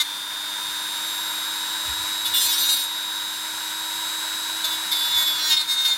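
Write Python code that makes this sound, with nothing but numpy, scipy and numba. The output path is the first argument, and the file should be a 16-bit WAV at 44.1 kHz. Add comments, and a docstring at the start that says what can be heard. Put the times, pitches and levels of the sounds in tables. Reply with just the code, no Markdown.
"""A short rattling touch of metal opens over the whine and rushing air of a small rotary grinder, heard close up.
It spins at about 19000 rpm over a vise; its motor whines with a mains ripple and its fan blows through the vents.
Touch by touch the stone meets a thin steel part: the same grit strikes once a turn, and the part sings or
rattles. Each touch brakes the shaft, which slowly winds up again. Soft thuds come from hands on the vise."""
import sys
import numpy as np
from scipy import signal
from scipy.fft import rfft, irfft
from scipy.io import wavfile
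from scipy.ndimage import uniform_filter1d, map_coordinates
from numba import njit

SR = 44100
rng = np.random.default_rng(int(sys.argv[2]) if len(sys.argv) > 2 else 0)


def store_wav(level_fs):
    """Save 16-bit WAV to argv[1]."""
    pcm = np.round(np.clip(np.atleast_2d(level_fs), -1, 1) * 32767)
    wavfile.write(sys.argv[1], SR, pcm.T.astype(np.int16))


N = 263277
TIME = np.arange(N) / SR  # seconds

# base loudness of the grinder as the hand moves it: time_s, level_db [dB]
TOOL_LEVEL = [(0, -38.5), (.3, -39), (.63, -36.5), (2.69, -35), (2.78, -38), (3.5, -37), (4.6, -35.5),
              (5.52, -36), (5.59, -39.5), (5.97, -38)]
# every touch of the stone on the part: start_s, length_s, attack_s, contact (kind of touch, a word),
# ring_db, rasp_db [dB, before the trim of its kind], ring_pitch_hz, braking [Hz per s]
TOUCHES = [(0, 0.022, 0.0018, "loose", -17.5, -25.5, 3620, 11.5),
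           (2.25, 0.015, .01, "graze", -21.5, -27.5, 3576, 17),
           (2.333, 0.05, 0.02, "graze", -15.5, -26, 3604, 17.5),
           (2.382, 0.092, 0.073, "edge", -20, -24.5, 3510, 12.6),
           (2.47, 0.093, 0.018, "edge", -24.5, -26.5, 3600, 12.3),
           (2.565, 0.11, 0.032, "edge", -21.5, -25.5, 3660, 19.4),
           (2.679, 0.062, 0.028, "edge", -18.5, -24, 3736, 13.2),
           (2.736, 0.089, 0.023, "edge", -29, -29, 3763, 7.7),
           (4.639, 0.014, 0.0088, "flat", -24.5, -26, 3553, 30),
           (4.693, 0.057, 0.034, "flat", -27.5, -34, 3490, 18),
           (4.911, .014, 0.0089, "flat", -26, -27.5, 3493, 56),
           (4.944, 0.054, .025, "flat", -23, -32, 3500, 14), (5, 0.12, 0.021, "flat", -23, -31, 3480, 14.2),
           (5.121, 0.12, 0.067, "flat", -17, -27, 3483, 25.2),
           (5.25, 0.049, 0.027, "flat", -20.5, -29, 3490, 41),
           (5.299, 0.1, 0.025, "flat", -23, -33, 3424, 15.5),
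           (5.388, .11, 0.1, "digging", -22, -31, 3414, 18.8),
           (5.495, 0.046, 0.026, "pressed", -13.5, -33.5, 3700, 95),
           (5.563, 0.017, 0.0099, "pressed", -15, -35, 3700, 60),
           (5.585, 0.031, 0.015, "pressed", -19, -31.5, 3770, 25),
           (5.671, .072, .05, "pressed", -17.5, -31, 3690, 16),
           (5.745, 0.1, 0.061, "pressed", -16, -35.5, 3670, 20),
           (5.84, 0.024, 0.026, "pressed", -14, -27.5, 3610, 62),
           (5.866, 0.038, 0.01, "pressed", -18.5, -31, 3670, 46),
           (5.902, 0.03, 0.017, "pressed", -16.5, -34.5, 3590, 34)]
# how the ring of a touch fades: sag [dB per s] while it lasts, release_s afterwards
RING_SHAPE = (79, 0.024)


def undb(db):
    """Decibels to gain."""
    return 10 ** (np.asarray(db) / 20)


def curves(table):
    """Each column of a table, joined by straight lines in time."""
    seconds, *columns = np.transpose(table)
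    return [np.interp(TIME, seconds, column) for column in columns]


def unit(x):
    """Scale to rms (average strength) 1."""
    return x / np.sqrt(np.mean(x ** 2))


def steady(x, size=700):
    """Scale to a running rms of 1 over a window of this many samples."""
    power = np.abs(uniform_filter1d(x ** 2, size))
    return x / np.sqrt(power + 1e-18)


def walk(rate):
    """Smooth random drift with a spread near 1, through this many random points per second."""
    knots = rng.standard_normal(2048)
    coarse_time = TIME[::64]
    drift = map_coordinates(knots, [coarse_time * rate], order=2, mode="mirror")
    return np.interp(TIME, coarse_time, drift)


def colour(x, points, lifts=(), size=2048):
    """Filter without pre-echo, from (Hz, dB) points and resonances (Hz, width Hz, dB of lift or dip)."""
    f = np.arange(size // 2 + 1) * SR / size
    hz, db = np.transpose(points)
    gain_db = np.interp(np.log(f + 1), np.log(hz), db)
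    for centre, width, lift in lifts:
        gain_db = gain_db + lift * np.exp(-2 * ((f - centre) / width) ** 2)
    # folding the cepstrum makes the filter answer as early as it can (minimum phase)
    cepstrum = irfft(np.log(undb(gain_db)))[:size // 2]
    cepstrum[1:] *= 2
    response = irfft(np.exp(rfft(cepstrum, size)))
    return signal.fftconvolve(x, response)[:N]


@njit
def resonate(x, hz, width):
    """Band-pass filter with a moving centre, gain 1 at its peak."""
    y, band, low = np.empty(len(x)), 0., 0.
    for i in range(len(x)):
        g = np.tan(np.pi * hz[i] / SR)
        damping = width / hz[i]
        v = (band + g * (x[i] - low)) / (1 + g * (g + damping))
        band = 2 * v - band
        low = low + 2 * g * v
        y[i] = damping * v
    return y


def mode(x, hz, width):
    """One way the part rings: the band-pass used twice for steep sides, then held at rms 1."""
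    centre = hz * np.ones(N)
    once = resonate(x, centre, 1. * width)
    return steady(resonate(once, centre, 1. * width))


def clicks(times, sizes, order=4):
    """Clicks placed between the samples, on a grid this many times finer."""
    places = np.rint(np.clip(times, 0, TIME[-1]) * SR * order).astype(int)
    fine = np.bincount(places.ravel(), sizes.ravel(), N * order)
    return signal.resample_poly(fine, 1, order)


def envelope(start, length, attack, sag_db, release, damping=1):
    """Rounded attack, sagging hold and release of one touch; more damping shortens the release."""
    age = TIME - start
    rise = np.sin(np.pi / 2 * np.clip(age / attack, 0, 1))
    sag = undb(-sag_db * np.clip(age, 0, length))
    fall = np.exp(-np.maximum(age - length, 0) * damping / release)
    return rise * sag * fall


def bumps(low_hz=55, high_hz=100):
    """Hands bump the vise softly: dull thuds through the bench, made of swells of low noise."""
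    # the thuds: centre_s, level_db [dB], length_s
    thuds = [(1.899, -40.5, 0.035), (2.011, -49, 0.036), (2.3, -52, 0.046), (2.46, -49, 0.013),
             (5.157, -51, 0.04)]
    band = signal.butter(2, (low_hz, high_hz), "band", fs=SR, output="sos")
    rumble = signal.sosfilt(band, rng.standard_normal(N))
    swells = sum(undb(db) * np.exp(-((TIME - s) / length) ** 2) for s, db, length in thuds)
    return steady(rumble, size=2500) * swells


def fan(turns, air_db=4.5, flutter=0.078):
    """Air rushes through the housing as coloured noise, pulsing a little with each turn."""
    # tone of the rushing air: pitch_hz, level_db [dB, relative]
    air_colour = [(20, -60), (40, -21), (65, -22.5), (300, -18.5), (500, -20), (800, -15), (2000, -10),
                  (2800, -11), (4400, -10.5), (5800, -13), (8000, -15), (12000, -16.5), (14000, -17.5),
                  (15500, -23)]
    # resonances of the housing: pitch_hz, width_hz, lift_db [dB, a dip if negative]
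    housing = [(628, 34, 6), (966, 161, 13), (1504, 440, 9), (3910, 850, 4.5), (2690, 94, -3.5)]
    pulse = 1 + flutter * np.cos(2 * np.pi * turns)
    rush = rng.standard_normal(N) * pulse * undb(.5 * walk(22.02))
    return unit(colour(rush, air_colour, housing)) * undb(curves(TOOL_LEVEL)[0] + air_db)


# the shaft speeds up from the start towards its free speed, and recovers at the same rate after each touch
START_HZ, FREE_HZ, RECOVERY_S = 299.2, 322.32, 1.16


def shaft_speed():
    """Shaft turns per second: each touch brakes it and the motor pulls it back towards its free speed."""
    braking = 0
    for start, length, *_, brake in TOUCHES:
        # 1 during the touch, 0 outside
        touching = np.clip(np.minimum(TIME - start, start + length - TIME) * SR, 0, 1)
        braking = braking + brake * touching
    lost_hz = signal.lfilter([1 / SR], [1, -np.exp(-1 / (RECOVERY_S * SR))], braking)
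    run_up_hz = FREE_HZ - (FREE_HZ - START_HZ) * np.exp(-TIME / RECOVERY_S)
    return run_up_hz - lost_hz


def motor(turns, speed_hz, ripple=0.42, second_ripple=0.23, sway=0.43, second_sway=0.37,
          wobble_db=-14.0, overtone_waver_db=1.0, count=12):
    """The armature slots whine and throb with the rectified mains, over a comb of shaft overtones."""
    # the whine beams, so it changes as the tool turns: time_s, level_db [dB over the tool level],
    # sway_lag [rad, pitch sway against throb], top_lift_db [dB, for its top overtones]
    whine_course = [(0, 8, -.4, 5), (.35, 9, 0, -1), (.7, 7.5, 0.98, 1), (1.2, 8.5, .85, 6),
                    (1.65, 8, .55, -1), (2.15, 9, -0.38, 0), (3.15, 10.5, .2, 2), (3.5, 5.5, .75, -2),
                    (4, 8, 0.24, 1), (4.45, 7.5, -.9, -7), (5.97, 6.5, 0.03, 0)]
    # shaft overtones: order [multiple of the speed], level_db [dB, relative]
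    shaft_orders = [(1, -19.5), (3, -16.5), (5, -25), (9, -22), (15, -16.5), (16, -13.5), (20, -16),
                    (22, -24), (24, -17), (27, -25), (28, -14.5), (29, -15.5), (30, -27), (32, -20),
                    (34, -25), (35, -20), (36, -13), (37, -17.5), (40, -31), (42, -24), (46, -31),
                    (48, -19)]
    # the motor case rings when an overtone sweeps through it: pitch_hz, width_hz, lift_db [dB]
    case_resonances = [(4875, 55, 5.5), (7710, 360, 9.5), (13000, 35, 7)]
    tool_db = curves(TOOL_LEVEL)[0]
    whine_db, sway_lag, top_db = curves(whine_course)
    # 7.5 dB over the tool level at free speed, weaker by 0.2 dB for each Hz the shaft has slowed
    overtone_db = tool_db + 7.5 - 0.2 * (FREE_HZ - speed_hz)

    mains = 2 * np.pi * 100 * TIME  # rectified mains pulses at 100 Hz
    throb = 1 + ripple * np.cos(mains) + second_ripple * np.cos(2 * mains)
    angle = 2 * np.pi * turns
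    # the pulsing torque also sways the pitch
    lead = sway * np.cos(mains + sway_lag) - second_sway * np.cos(2 * mains - 0.25)
    # the rotor's wobble adds a line one order below the slots
    wobble = undb(wobble_db) * np.sin((count - 1) * angle)
    slots = np.sin(count * angle + lead) + wobble

    overtones = 0
    for multiple, db in shaft_orders:
        order = np.rint(multiple)
        drift = rng.uniform(0, 2 * np.pi) + 0.04 * walk(24)
        lift_db = sum(lift / (1 + ((order * speed_hz - hz) / width) ** 4)
                      for hz, width, lift in case_resonances)
        # short waves fade in and out as the hand moves; the slots' top overtones beam with the whine
        fade_db = overtone_waver_db * min(order / 20, 1) * walk(2.65)
        if order % count == 0 and order > 2 * count:
            fade_db = top_db
        overtones = overtones + undb(db + lift_db + fade_db) * np.sin(order * angle + drift)
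    return undb(tool_db + whine_db) * throb * slots + undb(overtone_db) * overtones


def rattle():
    """The part bounces off the stone and rings freely; noise plays the irregular bounces."""
    # the bounces: start_s, length_s, attack_s, level_db [dB]
    bounce_times = [(.008, .014, .01, -25), (4.638, .018, 0.011, -27), (4.913, 0.019, .015, -19),
                    (5.108, 0.087, 0.027, -22), (5.622, .014, .005, -26.5)]
    # how the free part rings: pitch_hz, width_hz, level_db [dB, relative]
    free_modes = [(2150, 230, -15.5), (3649, 150, -1.5), (4260, 240, -10.5)]
    bounces = rng.standard_normal(N)
    ring = sum(undb(db) * mode(bounces, hz, width) for hz, width, db in free_modes)
    level = sum(undb(db) * envelope(start, length, attack, *RING_SHAPE)
                for start, length, attack, db in bounce_times)
    return ring * level


def knocks(turns, scatter_db=1.0, jitter_s=3e-6):
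    """The stone runs slightly out of true and knocks the part once a turn."""
    times = np.interp(np.arange(int(turns[-1])), turns, TIME)
    timing, strength = rng.standard_normal((len(times), 2)).T
    return clicks(times + jitter_s * timing, undb(scatter_db * strength))


def grit(turns, arc=0.1577, wear_turns=13, fresh=0.13, jitter_s=1e-6, count=40):
    """Grains on the stone's high side strike again on every turn, their bite changing as they wear."""
    turn = np.arange(2000)[:, None]
    place = arc * rng.standard_normal(count)  # where each grain sits, in turns
    wear, surprise, timing = rng.standard_normal((3, len(turn), count))
    keep = np.exp(-1 / wear_turns)
    slow_wear = signal.filtfilt([1 - keep], [1, -keep], wear, axis=0, padtype="even")
    strength = unit(slow_wear) + fresh * surprise
    times = np.interp(turn + place, turns, TIME)
    inside = (times > 0) & (times < TIME[-1])
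    return clicks(times + jitter_s * timing, strength * inside)


def bite(turns, scrape, grit_share=0.45):
    """The stone digs in: a harsh, even screech of knocks and grit swells to a peak and breaks off."""
    # tone of the screech: pitch_hz, level_db [dB, relative]
    screech_colour = [(300, -39), (3000, -14.5), (4000, 0), (5200, -5), (6600, -13), (8500, -27)]
    peak_s, peak_db = 5.528, -19.5
    rise_db_per_s, fall_db_per_s = 123, 330
    knock = unit(knocks(turns, scatter_db=1.0, jitter_s=2e-6))
    screech = steady(colour(knock + grit_share * scrape, screech_colour))
    age = TIME - peak_s
    return screech * undb(peak_db + np.minimum(rise_db_per_s * age, -fall_db_per_s * age))


def stroke(contact, rasp_colour, side_modes, knock, scrape, ring_width, grit_share, ring_db, rasp_db,
           chatter_db=1.4, flutter_db=0.76, damping=1):
    """All touches of one kind: knocks and grit ring the part, and the grit rasps in uneven bursts."""
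    # how the rasp of a touch fades: sag [dB per s] while it lasts, release_s afterwards
    rasp_shape = (7.1, 0.025)
    ring_level = rasp_level = pitch_sum = weight = 0
    for start, length, attack, kind, touch_ring_db, touch_rasp_db, hz, _ in TOUCHES:
        if kind == contact:
            ringing = envelope(start, length, attack, *RING_SHAPE, damping) + 1e-12
            rasping = envelope(start, length, attack, *rasp_shape, damping)
            ring_level = np.maximum(ring_level, undb(touch_ring_db) * ringing)
            rasp_level = np.maximum(rasp_level, undb(touch_rasp_db) * rasping)
            pitch_sum = pitch_sum + hz * ringing
            weight = weight + ringing
    drive = knock + grit_share * scrape
    # the pitch glides between touches, weighted by how strongly each one rings
    ring = mode(drive, pitch_sum / weight, ring_width)
    for hz, width, db in side_modes:
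        ring = ring + undb(db) * mode(drive, hz, width)
    rasp = steady(colour(scrape, rasp_colour)) * undb(chatter_db * walk(70))
    ring_gain = undb(ring_db + flutter_db * walk(45))
    return ring * ring_level * ring_gain + rasp * rasp_level * undb(rasp_db)


def grinding(turns, knock, scrape):
    """Six kinds of touch work the part, sharing three rasp colours; all but the flat ones add side tones."""
    # tone of the rasp on the part's edge or grazing, lying flat, and pressed hard, digging in or loose:
    # pitch_hz, level_db [dB, relative]
    edge_rasp = [(700, -40), (2400, -9), (3300, -2.5), (4200, 3), (5500, -4), (6700, -5.5), (7600, 0),
                 (8300, -6.5), (9050, 3), (9700, -2.5), (11000, -6), (12900, 0.5), (14300, -2.5),
                 (15600, -13)]
    light_rasp = [(700, -8.5), (2200, 5), (2600, 0), (4200, 11.5), (6000, 1), (6900, 2.5), (9500, -6.5),
                  (11200, 3.5), (12200, 7), (13500, 2), (15600, -11)]
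    hard_rasp = [(300, -25), (700, -6), (1500, 7.5), (2950, 0), (4200, 14.5), (5800, 3.5), (7400, 9),
                 (8600, 7), (10000, 3.5), (12400, 3), (15600, 1.5)]
    # side tones of the part for every kind of touch but the flat one:
    # pitch_hz, width_hz, level_db [dB to the main ring]
    loose_modes = [(2140, 130, -12.5)]
    graze_modes = [(2860, 120, -15.5)]
    edge_modes = [(2860, 120, -17), (4090, 320, -3.5), (5150, 330, -20), (6100, 100, -9)]
    digging_modes = [(4160, 200, -1), (5460, 283, -3), (7550, 122, -14)]
    pressed_modes = [(2154, 83, -19.5), (4210, 110, -12), (5190, 150, -20)]
    # on a sharp edge the grains break away faster, so the rasp is more ragged
    ragged = unit(grit(turns, arc=0.1806, wear_turns=5.8, fresh=0.1, jitter_s=1e-6))
    total = stroke("loose", hard_rasp, loose_modes, knock, scrape, ring_width=250, grit_share=0.24,
                   ring_db=1.0, rasp_db=1, damping=3.1)
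    total += stroke("graze", edge_rasp, graze_modes, knock, ragged, ring_width=100, grit_share=0.24,
                    ring_db=-2, rasp_db=3.5)
    total += stroke("edge", edge_rasp, edge_modes, knock, ragged, ring_width=79, grit_share=0.4,
                    ring_db=-2.5, rasp_db=3, chatter_db=1.65, flutter_db=1.5)
    total += stroke("flat", light_rasp, [], knock, scrape, ring_width=200, grit_share=0.37,
                    ring_db=1.1, rasp_db=0.5)
    total += stroke("digging", hard_rasp, digging_modes, knock, scrape, ring_width=130, grit_share=0.25,
                    ring_db=-0.5, rasp_db=2.5)
    total += stroke("pressed", hard_rasp, pressed_modes, knock, scrape, ring_width=260, grit_share=0.13,
                    ring_db=-1, rasp_db=3, damping=1.43)
    return total


def scene():
    """One shaft drives the whine, the fan and the grinding."""
    speed_hz = shaft_speed()
    turns = np.cumsum(speed_hz) / SR
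    knock = unit(knocks(turns))
    scrape = unit(grit(turns))
    machine = fan(turns) + motor(turns, speed_hz)
    contact = rattle() + bite(turns, scrape) + grinding(turns, knock, scrape)
    return (bumps() + machine + contact)[None]


def record(dry, ceiling=0.88, bass_hz=45, top_hz=15850):
    """Round the tallest peaks, drop the deepest bass and cut the top."""
    rounded = dry / (1 + (dry / ceiling) ** 6) ** (1 / 6)
    thinned = signal.sosfilt(signal.butter(4, bass_hz, "high", fs=SR, output="sos"), rounded)
    return signal.sosfilt(signal.ellip(10, .2, 80, top_hz, fs=SR, output="sos"), thinned)


dry = scene()
out = record(dry)
store_wav(out)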